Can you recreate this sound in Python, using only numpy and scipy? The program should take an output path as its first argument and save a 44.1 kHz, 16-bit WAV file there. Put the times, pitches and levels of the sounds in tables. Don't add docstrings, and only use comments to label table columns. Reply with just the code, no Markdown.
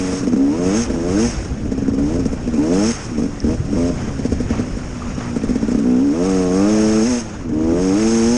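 import sys
import numpy as np
from scipy import signal
from scipy.io import wavfile
from scipy.ndimage import uniform_filter1d

SR = 44100
rng = np.random.default_rng(int(sys.argv[2]) if len(sys.argv) > 2 else 0)


def int16_out(signal):
    q = np.round(np.clip(np.atleast_2d(signal).T, -1, 1) * 32767)
    wavfile.write(sys.argv[1], SR, q.astype(np.int16))


N = 369116
TIME_S = np.arange(N) / SR


def gain_of(db):
    return 10 ** (np.asarray(db) / 20)


def unit_rms(x):
    return x / np.sqrt(np.mean(x ** 2) + 1e-20)


def curves(rows):
    times_s, *columns = np.transpose(rows)
    return [np.interp(TIME_S, times_s, column) for column in columns]


def noise(spectrum, size, patchy_db, flicker_db):
    frames, hz = 4 * N // size + 5, np.fft.rfftfreq(size, 1 / SR)
    real, imag, patches = rng.standard_normal((frames, len(hz), 3)).T
    patches = unit_rms(uniform_filter1d(uniform_filter1d(patches, size=6, axis=0), size=6, axis=1))
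    flicker = unit_rms(uniform_filter1d(rng.standard_normal(frames), size=3))
    knots_hz, knots_db = np.transpose(spectrum)
    colour_db = np.interp(np.log(hz + 1), np.log(knots_hz), knots_db, right=-90)
    spectra = (real + 1j * imag) * gain_of(colour_db[:, None] + patchy_db * patches + flicker_db * flicker)
    return unit_rms(signal.istft(spectra, nperseg=size, noverlap=3 * size // 4)[1][:N])


def resonate(x, hz, width_hz):
    carrier = np.exp(2j * np.pi * np.cumsum(hz * np.ones(len(x))) / SR)
    pole = np.exp(-np.pi * width_hz / SR)
    for _ in range(2):
        x = 2 * (carrier * signal.lfilter([1 - pole], [1, -pole], x * carrier.conj())).real
    return x


# (time [s], crank speed [Hz], load [dB])
PULLS = [
    [(0.0, 92.5, -7), (0.11, 91.94, -10.5), (0.2, 94.8, -12)],
    [(0.37, 66.3, -1), (0.498, 72, 0.5), (0.592, 86.96, -3.5), (0.7, 95.16, -2), (0.782, 116.7, -1.5),
     (0.84, 119.3, -12)],
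    [(0.87, 85.32, -9), (1.008, 82.6, -4), (1.11, 91.8, -3.5), (1.242, 119.8, 0), (1.29, 118.4, -15)],
    [(1.985, 68.67, -1), (2.063, 73.54, -1), (2.165, 86.55, -3)],
    [(2.575, 70.96, 3.5), (2.657, 78.74, 0.5), (2.781, 97.96, 0), (2.889, 117.1, -3), (2.92, 114.7, -8)],
    [(3.48, 76.14, 5.5), (3.55, 83.18, -4.5)],
    [(3.77, 83.5, 0), (3.884, 88.1, -5), (3.9, 84.5, -1)],
    [(5.845, 61.67, -5), (5.975, 62.35, -4), (6.047, 71.84, -0.5), (6.099, 70.2, -0.5), (6.151, 81.34, -1),
     (6.275, 96.06, -1.5), (6.495, 89.47, -1), (6.641, 101.1, 1.5), (6.691, 107, 0), (7.023, 109.4, 0.5),
     (7.083, 128.4, -4), (7.125, 122.5, -2.5), (7.19, 118.4, -10)],
    [(7.51, 75.2, -9.5), (7.6, 78.55, -3.5), (7.72, 83.5, 1), (7.83, 93.5, -3), (7.912, 94.7, -2.5),
     (7.984, 108, -3.5), (8.046, 111, 0), (8.136, 114.9, -1.5), (8.224, 113, 0), (8.37, 123.5, -2)],
]


def throttle():
    is_open = sum((TIME_S >= rows[0][0]) & (TIME_S <= rows[-1][0]) for rows in PULLS) > 0
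    return is_open, curves(np.concatenate(PULLS))[1]


# (time [s], crank speed [Hz], exhaust level [dB])
COASTING = [
    [(0.22, 88.3, -18.5), (0.328, 88, -19), (0.35, 70.1, -17.5)],
    [(1.31, 111.3, -32), (1.558, 79.9, -34.5), (1.794, 65.8, -23), (1.97, 65.6, -20)],
    [(2.18, 79.1, -17.5), (2.342, 66.2, -33.5), (2.56, 69.64, -20.5)],
    [(2.94, 110.5, -51), (3.164, 76.1, -20.5), (3.4, 69, -34), (3.46, 71, -15)],
    [(3.57, 72.1, -48), (3.692, 72.7, -25.5), (3.75, 76.7, -21)],
    [(3.92, 84, -31.5), (4.35, 57.5, -31.5), (4.558, 53.4, -26.5), (4.738, 60.6, -35), (5.2, 56.5, -34.5),
     (5.558, 54.6, -20.5), (5.67, 64.1, -21.5), (5.83, 64, -18)],
    [(7.21, 113.5, -31), (7.36, 105.1, -33.5), (7.49, 79.3, -22)],
]


def crank():
    crank_hz = curves(sorted(row[:2] for rows in PULLS + COASTING for row in rows))[0]
    turns = np.cumsum(crank_hz) / SR
    eased = ~throttle()[0]
    pop_at = np.flatnonzero(pop_clicks() * eased)
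    coasted = np.cumsum(eased)
    nudge = np.interp(coasted, coasted[pop_at], np.round(turns[pop_at]) - turns[pop_at])
    return crank_hz, turns + nudge


# (crank speed [Hz], exhaust [dB], boom [dB], bite [dB/oct], clatter [dB], roar [dB], rasp [dB])
ENGINE_MAP = [(60.6, -7, -24.5, -2.5, -44, -36.5, -4), (72.5, -29.5, -15, 9, -43.5, -38, -7.5),
              (86.9, -11, -19, 3.5, -41, -35.5, -5), (93.1, -8.5, -24, -1, -34.5, -34, -1.5),
              (103, -13, -31, 2.5, -36, -31, -0.5), (108, -13.5, -29, 8.5, -32.5, -30.5, -10.5),
              (113.6, -14, -30, 1.5, -30, -33.5, -6.5)]


def by_speed(crank_hz):
    speeds_hz, *columns = np.transpose(ENGINE_MAP)
    return [np.interp(crank_hz, speeds_hz, column) for column in columns]


# (boom [dB], clatter [dB])
PULL_TRIMS = [(-14, 5), (4, 4), (9, 2.5), (2, 5), (3, 5), (-5.5, 4), (-7, 5), (4.5, 2), (11, 2.5)]


def pull_trims_db():
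    return curves([(rows[end][0], *trim) for rows, trim in zip(PULLS, PULL_TRIMS) for end in (0, -1)])


# (nominal frequency [Hz], nominal width [Hz], gain [dB])
PIPE_MODES = [(237.4, 105.3, 13.5), (463.5, 118, 0.5), (605.5, 50, -3), (824, 35, -22), (1033, 38, -30.5),
              (1260, 340, -36.5)]


def pipe(x, bite_db, damping, tuning=1):
    corner_hz, out = 264.5, 0
    for k, (hz, width_hz, db) in enumerate(PIPE_MODES):
        drive = x * gain_of(bite_db * max(np.log2(hz / corner_hz), 0))
        out += (-1) ** k * gain_of(db) * resonate(drive, hz * tuning, width_hz * damping)
    return out


def exhaust(turns, crank_hz):
    is_open, load_db = throttle()
    full_db, boom_db, bite_db = by_speed(crank_hz)[:3]
    eased_db = curves(np.concatenate(COASTING))[1]
    spread_db = np.where(is_open, 0.7, 2.5)
    scatter = rng.standard_normal(int(turns[-1]) + 2)[turns.clip(0).astype(int)]
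    ticks = np.diff(np.floor(turns), prepend=0).clip(0, 1)
    pulses = ticks * gain_of(spread_db * scatter) * np.sqrt(SR / crank_hz)
    click = signal.unit_impulse(8000)

    body_db = np.where(is_open, full_db + load_db, eased_db)
    bite_db = np.where(is_open, bite_db, -21)
    warming = (crank_hz / 85) ** 0.035
    body = pipe(pulses * gain_of(body_db), bite_db, damping=0.81, tuning=warming)
    body /= np.linalg.norm(pipe(click, 0, damping=1))

    base_hz, width_hz = 264.5, 35
    boom_db = np.where(is_open, boom_db + load_db + pull_trims_db()[0], eased_db - 9.5)
    boom = resonate(pulses * gain_of(boom_db), base_hz * (crank_hz / 72) ** 0.34, width_hz)
    return body + boom / np.linalg.norm(resonate(click, base_hz, width_hz))


def silencer_packing(x, corner_hz=411, advance_s=0.001068):
    pole = np.exp(-2 * np.pi * corner_hz / SR)
    dispersed = signal.sosfilt([[-pole, 1, 0, 1, -pole, 0]] * 4, x)
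    return np.roll(dispersed, -round(advance_s * SR))


# (crank multiple, relative level [dB])
RASP_HARMONICS = [(6, -41.5), (7, -35.5), (8, -37), (9, -49.5), (10, -47), (11, -48), (12, -40),
                  (13, -51.5), (14, -43.5)]


def intake_rasp(turns, level_db, waver_db=3.6):
    is_open, load_db = throttle()
    envelope = uniform_filter1d(is_open * gain_of(load_db + level_db), size=600)
    wavers = unit_rms(uniform_filter1d(rng.standard_normal((len(RASP_HARMONICS), 400)), size=3))
    position, out = np.linspace(0, 399, N), 0
    for (multiple, db), waver in zip(RASP_HARMONICS, wavers):
        rms = gain_of(db + waver_db * np.interp(position, np.arange(400), waver))
        out += rms * np.sqrt(2) * np.cos(2 * np.pi * multiple * turns)
    return envelope * out


# (clatter change [dB], time constant [s])
SHUTS = [(-6, 0.039), (-5.5, 0.082), (-1.5, .05), (-1.5, 0.017), (-0.5, 0.024), (0.5, .1), (-12.5, 0.013)]


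def clatter_shift_db(load_share=0.26, reopen_s=0.13):
    is_open, load_db = throttle()
    shift_db = pull_trims_db()[1] * is_open + load_share * uniform_filter1d(load_db * is_open, size=1500)
    for rows, (db, shut_s) in zip(COASTING, SHUTS):
        onset = 1 - np.exp(-(TIME_S - rows[0][0]).clip(0) / shut_s)
        release = np.exp(-(TIME_S - rows[-1][0]).clip(0) / reopen_s)
        shift_db += db * onset * release
    return shift_db


# (frequency [Hz], relative density [dB])
CLATTER_SPECTRUM = [(2500, -14), (3500, -20.5), (4330, -22), (5000, -13), (5600, -6.5), (6050, -19),
                    (6900, -15.5), (8000, -18), (9500, -22.5), (11000, -40.5)]
# (frequency [Hz], nominal width [Hz], relative gain [dB])
CASING_MODES = [(5180, 120, -9), (5620, 50, -9), (5820, 60, -5), (6400, 170, -1), (7780, 150, -15.5)]


def casing(turns, crank_hz, level_db):
    swell = unit_rms(3 + np.exp(-((turns + 0.27) % 1) / 0.2))
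    impacts = unit_rms(np.diff(np.floor(turns + 0.6), prepend=0) * rng.uniform(0.7, 1.3, N))
    strike = swell * rng.standard_normal(N) + 0.7 * impacts
    rings = sum(gain_of(db) * resonate(strike, hz, 1.24 * width) for hz, width, db in CASING_MODES)
    rings_db = -5.5 + 0.098 * (crank_hz - 83)
    rattle = swell * noise(CLATTER_SPECTRUM, size=512, patchy_db=1.5, flicker_db=1)
    clatter = unit_rms(rattle + gain_of(rings_db) * unit_rms(rings))
    return clatter * pop_shake(level_db, burst_db=-29, fall_s=0.025)


# (frequency [Hz], relative density [dB])
WIND_SPECTRUM = [(14, -8), (28, 3.5), (60, 1), (110, 1), (200, -3.5), (400, -12.5), (800, -25.5)]
# (time [s], level [dB])
GUSTS = [(0.0, -29.5), (1.6, -24.5), (2.3, -23.5), (2.87, -28), (3.4, -28), (3.5, -22), (4.2, -24),
         (4.62, -22), (4.8, -28), (5.5, -25.5), (6.1, -30.5), (6.9, -26), (7.15, -33.5), (7.6, -24.5),
         (8.37, -29)]


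def wind():
    return gain_of(curves(GUSTS)[0]) * noise(WIND_SPECTRUM, size=2048, patchy_db=1.2, flicker_db=0.5)


# (frequency [Hz], relative density [dB])
ROAR_SPECTRUM = [(200, 3), (500, 8), (1000, 1.5), (1400, 2.5), (2000, -3.5), (2500, -4.5), (3200, -10.5),
                 (4200, -16.5), (7000, -7)]
# (start [s], length [s], level [dB])
SCRAPES = [(0.0, .22, -49), (3.923, 0.21, -34), (4.47, 0.17, -30.5), (4.998, 0.16, -38), (5.164, .14, -32)]


def tyres_and_chain(level_db):
    scrapes = sum(gain_of(db) * np.sin(np.pi * ((TIME_S - start_s) / length_s).clip(0, 1)) ** 0.5
                  for start_s, length_s, db in SCRAPES)
    envelope = np.hypot(pop_shake(level_db, burst_db=-29.5, fall_s=0.021), scrapes)
    return envelope * noise(ROAR_SPECTRUM, size=512, patchy_db=2, flicker_db=1.03)


# (time [s], level [dB])
POPS = [(0.046, -17), (0.086, -17), (0.129, -9.5), (0.231, -12.5), (0.273, -6), (0.322, -14), (0.334, -13),
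        (0.364, -10), (0.9, -7), (0.938, -10.5), (1.507, -19), (1.657, -19), (1.718, -9.5), (1.779, -12),
        (1.822, -13.5), (1.882, -11), (1.936, -13), (1.981, -11.5), (2.188, -15), (2.199, -13), (2.257, -7),
        (2.316, -22), (2.33, -11), (2.476, -11), (2.539, -9.5), (2.565, -16), (3.181, -11.5), (3.195, -13),
        (3.22, -11.5), (3.237, -12), (3.259, -14.5), (3.443, -10.5), (3.469, -17), (3.729, -9),
        (3.759, -13), (4.075, -17), (4.192, -15), (4.251, -5.5), (4.321, -5.5), (4.403, -8.5), (4.505, -8),
        (4.594, -7.5), (4.674, -19.5), (4.768, -17), (5.078, -29), (5.179, -15), (5.363, -7.5), (5.436, -9),
        (5.491, -10.5), (5.507, -14), (5.556, -9), (5.628, -10), (5.683, -8.5), (5.716, -9.5), (5.748, -10),
        (5.789, -12), (5.803, -30), (5.839, -21), (7.493, -17), (7.533, -18)]


def pop_clicks():
    times_s, level_db = np.transpose(POPS)
    clicks = np.zeros(N)
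    clicks[np.round(times_s * SR).astype(int)] = gain_of(level_db)
    return clicks


def pop_shake(level_db, burst_db, fall_s, rise_s=0.0045, lead_s=0.0055):
    t = np.arange(4000) / SR
    burst = np.minimum(t / rise_s, 1) * np.exp(-(t / fall_s) ** 4)
    bursts = np.roll(signal.oaconvolve(pop_clicks(), burst)[:N], -round(lead_s * SR))
    return np.hypot(gain_of(level_db), gain_of(burst_db) * bursts)


def pops(echo_s=0.00437, echo_db=-9):
    click = signal.unit_impulse(8000)
    echo = gain_of(echo_db) * np.roll(click, round(echo_s * SR))
    pop = pipe(click + echo, bite_db=5, damping=1.09)
    return signal.oaconvolve(pop_clicks(), pop / abs(pop).max())[:N]


def knocks(table, decay_cycles):
    out, t = np.zeros(N + 4000), np.arange(4000) / SR
    for start_s, db, hz in table:
        age = t * hz / decay_cycles
        envelope = gain_of(db) * age * np.exp(1 - age)
        out[round(start_s * SR):][:len(t)] += envelope * np.sin(2 * np.pi * hz * t)
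    return out[:N]


# (time [s], envelope peak [dB], pitch [Hz])
BUMPS = [(0.889, -18, 56.5), (1.097, -17.5, 86.1), (1.228, -19, 40.4), (1.367, -14, 56.5),
         (1.503, -15, 61.9), (3.433, -16.5, 73), (3.596, -10.5, 111), (4.318, -14.5, 75.4),
         (4.717, -18, 42.7), (5.134, -20.5, 93.5), (5.489, -18, 56.5), (5.726, -23, 108)]


def bumps():
    return knocks(BUMPS, decay_cycles=0.66)


# (time [s], envelope peak [dB], pitch [Hz])
STONES = [(3.403, -18.5, 5500), (3.42, -32, 1760), (5.02, -23, 1210), (5.079, -34, 1303)]


def stones():
    return knocks(STONES, decay_cycles=2.7)


def scene():
    crank_hz, turns = crank()
    clatter_db, roar_db, rasp_db = by_speed(crank_hz)[3:]
    shift_db = clatter_shift_db()
    ride = wind() + tyres_and_chain(roar_db + 0.4 * shift_db) + bumps() + stones()
    tailpipe = silencer_packing(exhaust(turns, crank_hz) + pops())
    engine = tailpipe + intake_rasp(turns, rasp_db) + casing(turns, crank_hz, clatter_db + shift_db)
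    return (engine + ride)[None]


def record(dry):
    ceiling, cutoff_hz = 0.74, 10300
    rounded = ceiling * np.tanh(dry / ceiling)
    lowpass = signal.firwin(255, cutoff_hz, window=("kaiser", 5), fs=SR)
    return signal.oaconvolve(rounded, lowpass[None], "same")


dry = scene()
out = record(dry)
int16_out(out)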